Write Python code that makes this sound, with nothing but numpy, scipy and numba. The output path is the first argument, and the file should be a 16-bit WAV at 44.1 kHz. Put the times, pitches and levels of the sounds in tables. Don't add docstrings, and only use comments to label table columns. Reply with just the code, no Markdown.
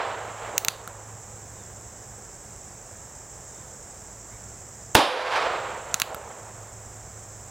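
import sys
import numpy as np
from scipy import signal
from scipy.fft import rfft, irfft
from scipy.io import wavfile
from scipy.ndimage import uniform_filter1d, minimum_filter1d
from numba import njit

SR = 44100
rng = np.random.default_rng(int(sys.argv[2]) if len(sys.argv) > 2 else 0)


def write(x):
    x = np.atleast_2d(x).T
    wavfile.write(sys.argv[1], SR, np.round(np.clip(x, -1, 1) * 32767).astype(np.int16))


N = 330750
TIME = np.arange(N) / SR
SHOT_S, EARLIER_SHOT_S = 4.9511, -.592
# frequency_hz, density_db
REPORT_SPECTRUM = [(60, -37), (170, -33), (300, -14.5), (480, 1), (850, 2), (1200, -0.5), (1900, -6.5),
                   (3200, -12), (5000, -19), (7500, -29), (10500, -33.5), (16000, -49)]


def amp(db):
    return 10 ** (np.asarray(db) / 20)


def unit(x):
    return x / np.sqrt(np.mean(x ** 2) + 1e-20)


def read(points, hz):
    table_hz, value = np.transpose(points)
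    return np.interp(np.log(hz + 1), np.log(table_hz + 1), value)


def add(mix, start_s, sound):
    at = round(start_s * SR)
    sound = sound[max(-at, 0):]
    part = mix[max(at, 0):][:len(sound)]
    part += sound[:len(part)]


def cut(x, hz, kind):
    return signal.sosfilt(signal.butter(2, hz, kind, fs=SR, output="sos"), x)


def noise(spectrum, size):
    gain = amp(read(spectrum, np.fft.rfftfreq(size, 1 / SR)))
    return unit(irfft(rfft(rng.standard_normal(size)) * gain, size))


def drift(hz):
    gain = np.exp(-(np.fft.rfftfreq(N, 1 / SR) / hz) ** 2)
    return unit(irfft(rfft(rng.standard_normal(N)) * gain, N))


def narrowband(hz, spread_hz):
    phase = 2 * np.pi * np.cumsum(hz * np.ones(N)) / SR
    return unit(drift(spread_hz) * np.cos(phase) + drift(spread_hz) * np.sin(phase))


def ring(modes, t):
    return sum(amp(db - 60 * t / t60) * np.sin(2 * np.pi * hz * t) for hz, db, t60 in modes)


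def outdoor_air(level_db=-43, swell_db=.3, swell_hz=4.5):
    # frequency_hz, density_db
    spectrum = [(10, -2.5), (30, 11.5), (45, 12.5), (62, 11), (78, 4.5), (130, 3), (160, -5), (200, -3),
                (270, -10.5), (430, -5.5), (750, -5.5), (1100, -11), (1800, -14), (2700, -23),
                (4200, -26.5), (10000, -29.5), (15500, -29.5)]
    return amp(level_db + swell_db * drift(swell_hz)) * noise(spectrum, N)


def far_engine(hum_hz=107, waver_hz=1.1):
    # time_s, level_db
    levels = [(0, -48.5), (1.5, -46.5), (2, -55.5), (3.6, -64), (4.3, -52), (6.2, -56), (6.7, -49),
              (7.5, -51.5)]
    phase = 2 * np.pi * np.cumsum(hum_hz + waver_hz * drift(3.76)) / SR
    level_db = np.interp(TIME, *np.transpose(levels)) + 1.5 * drift(9.2)
    return np.sqrt(2) * amp(level_db) * np.sin(phase)


def birds(blur_hz=170):
    # start_s, length_s, first_hz, last_hz, level_db
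    calls = [(1.531, .15, 3900, 3350, -64), (3.42, 0.3, 3800, 3480, -69), (4.284, 0.11, 2080, 2220, -61),
             (4.57, .07, 2550, 2500, -69)]
    out = np.zeros(N)
    for start_s, length_s, first_hz, last_hz, db in calls:
        progress = np.clip((TIME - start_s) / length_s, 0, 1)
        pitch_hz = first_hz + (last_hz - first_hz) * progress
        out += amp(db) * np.sin(np.pi * progress) * narrowband(pitch_hz, blur_hz)
    return out


def insects(chorus_db=-46, shimmer_db=1, hush_db=-2.5, resume_s=3.1):
    # frequency_hz, density_db
    spectrum = [(4000, -47), (4800, -18), (5450, -7), (5750, -9.5), (6400, -2), (6700, -2), (7400, 2),
                (7800, 2.5), (8050, -5.5), (8500, -11.5), (8950, -13.5), (9300, -50)]
    # pitch_hz, width_hz, level_db, stroke_rate_hz
    singers = [(7340, 180, -56, 25), (8200, 80, -64, 27), (8650, 120, -68.5, 38)]
    startled = sum((TIME > s) * np.exp(-abs(TIME - s) / resume_s) for s in (EARLIER_SHOT_S, SHOT_S))
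    out = noise(spectrum, N) * amp(chorus_db + hush_db * startled + shimmer_db * drift(130))
    for hz, width_hz, db, stroke_rate_hz in singers:
        wings = 1 + .5 * np.sin(2 * np.pi * stroke_rate_hz * TIME + drift(7.4))
        out += amp(db) * wings * narrowband(hz, width_hz / 2)
    return out


def rolling_echo(grain_db=-0.4, flutter_db=1.32, absorption_db_per_khz_s=2.74):
    # delay_s, level_db, swell_s, t60_s, treble_slope_db_per_octave
    echoes = [(.04, -3, .02, 0.65, -4), (.16, -16, .04, 1.65, 1.5), (0.411, -18, 0.058, 0.56, 2.5),
              (.55, -23.5, 0.079, 1.43, -0.22), (1.06, -38, 0.15, 3.1, 2.5),
              (1.14, -29.5, 0.051, 1.62, -3.5)]
    size = 5 * SR // 2
    returns = rng.standard_normal(size)
    returns *= amp(grain_db * drift(500)[:size] + flutter_db * drift(26)[:size])
    hz, t, spectra = signal.stft(unit(returns), SR, nperseg=512)
    treble_octaves = np.log2(np.maximum(hz / 450, 1))[:, None]
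    power = 0
    for delay_s, db, swell_s, t60_s, slope in echoes:
        swell = np.exp(np.minimum(t - delay_s, 0) / swell_s)
        decay = amp(-60 * np.maximum(t - delay_s, 0) / t60_s)
        power += (swell * decay * amp(db + slope * treble_octaves)) ** 2
    absorption = amp(-absorption_db_per_khz_s * hz[:, None] / 1000 * t)
    colour = unit(amp(read(REPORT_SPECTRUM, hz)))[:, None] * absorption
    return signal.istft(spectra * colour * np.sqrt(power), SR, nperseg=512)[1][:size]


def steel_plate():
    # pitch_hz, level_db, t60_s
    modes = [(509, -12, 0.8), (730, -26, 0.69), (1600, -27, 1), (1600, -29, 0.93), (2450, -26, 0.66),
             (2519, -33, 0.46), (3553, -31, 0.54)]
    return ring(modes, TIME[:2 * SR])


def downrange(round_trip_s=0.14, earlier_db=1.5):
    out = np.zeros(N)
    for shot_s, db in [(EARLIER_SHOT_S, earlier_db), (SHOT_S, 0)]:
        add(out, shot_s, amp(db) * rolling_echo())
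        add(out, shot_s + round_trip_s, amp(db) * steel_plate())
    return out


def shelter(x, wet_db, roof_db=-19, roof_s=0.0039, roof_spread_s=0.00058):
    # frequency_hz, density_db
    spectrum = [(40, -32), (130, -12), (200, -3), (300, 14.5), (400, 1), (900, 4.5), (1250, -0.5),
                (2100, -5), (3300, 1), (4500, 0), (6500, -6.5), (11000, 2), (15000, -1)]
    # frequency_hz, t60_s
    decay_times = [(100, 0.054), (250, 0.099), (500, 0.3), (4000, 0.35), (14000, 0.31)]
    hz, frame_s, spectra = signal.stft(x, SR, nperseg=256)
    decay = amp(-60 * frame_s[frame_s < .5] / read(decay_times, hz)[:, None]) ** 2
    decay /= decay.sum(1, keepdims=True)
    fed_power = uniform_filter1d(abs(spectra) ** 2, size=5, axis=0)
    stored_power = signal.fftconvolve(fed_power, decay, axes=1)[:, :len(frame_s)]
    scatter = signal.stft(noise(spectrum, N), SR, nperseg=256)[2]
    scatter *= np.sqrt(abs(stored_power) / np.mean(abs(scatter) ** 2))
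    tail = signal.istft(scatter, SR, nperseg=256)[1]
    t = TIME[:SR // 50]
    roof = noise(spectrum, len(t)) * np.exp(-t / roof_spread_s)
    out = x.copy()
    add(out, roof_s, amp(wet_db) * tail)
    add(out, roof_s, amp(roof_db) * signal.fftconvolve(x, roof / np.linalg.norm(roof)))
    return out


def lockwork(scrape_db=-7.5, scrape_s=0.0016, seat_s=.0004, spring_s=0.00089, spring_t60_s=0.0042):
    # start_s, force_db, frame_db, pawl_db, spring_db, spring_hz, grip_db
    catches = [(0.5799, -10, 10.5, 11, 9, 15400, -15), (0.6482, -12, 5.5, -0.5, 5, 14000, -1),
               (0.6840, 0.5, 8.5, 1, -16, 15000, -1.5), (0.8761, -21.5, -1, -4, -23, 14000, 12),
               (4.9476, -13, -18, -4, -18, 14000, -2), (5.9426, -12, 11.5, 12.5, -10, 15700, 8.5),
               (5.9998, -4.5, 0.5, -14, -22, 14300, -10), (6.0182, -3.5, 11.5, -3.5, -10, 11400, -0.5),
               (6.1461, -17.5, -14, -30, -9, 11900, 11)]
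    # pitch_hz, level_db, t60_s
    frame_modes = [(1690, -28.5, 0.0045), (2810, -13, 0.0066), (3520, -9, 0.0031), (4030, -27, 0.031),
                   (4630, -17.5, 0.0071)]
    pawl_modes = [(6410, -4.5, 0.0061), (7030, -3.5, 0.0054), (8240, -9, 0.0045), (8700, -28, 0.0056),
                  (11700, -50, 0.0027)]
    grip_modes = [(191, -23.5, 0.019), (1100, -28.5, 0.0036), (1340, -12, 0.011)]
    out, t = np.zeros(N), np.arange(SR // 25) / SR
    for start_s, force_db, frame_db, pawl_db, spring_db, spring_hz, grip_db in catches:
        scrape = amp(scrape_db) * rng.standard_normal(len(t)) * np.exp(-t / scrape_s)
        click = scrape + amp(pawl_db) * ring(pawl_modes, t)
        add(click, seat_s, amp(frame_db) * ring(frame_modes, t))
        add(click, spring_s, ring([(spring_hz, spring_db, spring_t60_s)], t))
        click = cut(click, hz=1100, kind="highpass")
        knock = amp(grip_db) * ring(grip_modes, t)
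        add(out, start_s, amp(force_db) * (click + knock))
    return out


def blast_wave(t, positive_s):
    return (1 - t / positive_s) * np.exp(-t / positive_s)


def muzzle_blast(shock_db=57.0, shock_s=0.00027, jet_db=44, jet_s=0.0012,
                 push_db=37, push_s=0.00038, push_delay_s=0.0024):
    # delay_s, level_db
    paths = [(0, 2), (.0006, -8.5), (.0014, -1.5), (.0017, -13.5), (.0021, -17.5), (.0025, -13),
             (.0036, -24)]
    out, t = np.zeros(N), np.arange(SR // 25) / SR
    for delay_s, db in paths:
        add(out, SHOT_S + delay_s, amp(shock_db + db) * blast_wave(t, shock_s))
    add(out, SHOT_S, amp(jet_db) * noise(REPORT_SPECTRUM, len(t)) * np.exp(-t / jet_s))
    add(out, SHOT_S + push_delay_s, amp(push_db) * blast_wave(t, push_s))
    return cut(out, hz=6000, kind="lowpass")


def scene():
    gun = shelter(lockwork(), wet_db=-17.0) + shelter(muzzle_blast(), wet_db=-19.5)
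    sound = gun + downrange() + insects() + birds() + far_engine() + outdoor_air()
    return np.array([sound, sound])


@njit
def gain_reduction(over_db, start_db, attack_s, release_s):
    out, held_db = np.empty(len(over_db)), start_db
    for i in range(len(over_db)):
        lag_s = attack_s if over_db[i] > held_db else release_s
        held_db += (over_db[i] - held_db) / (lag_s * SR)
        out[i] = held_db
    return out


def overload(x, ceiling):
    return x / (1 + (x / ceiling) ** 6) ** (1 / 6)


def record(dry, headroom_db=11, threshold_db=-13, ceiling_db=-5, balance_db=-2.7, band_limit_hz=16200):
    x = overload(dry, amp(headroom_db))
    x = cut(x, hz=82, kind="highpass")
    peak = -minimum_filter1d(-abs(x).max(0), size=16)
    over_db = np.maximum(20 * np.log10(peak + 1e-9) - threshold_db, 0)
    duck_db = gain_reduction(over_db, start_db=5.5, attack_s=0.0033, release_s=0.17)
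    x = overload(x * amp(-duck_db), amp(ceiling_db))
    x *= amp([[balance_db / 2], [-balance_db / 2]])
    low_pass = signal.firwin(127, band_limit_hz, window=("kaiser", 9), fs=SR)
    return signal.oaconvolve(x, low_pass[None], "same")


dry = scene()
out = record(dry)
write(out)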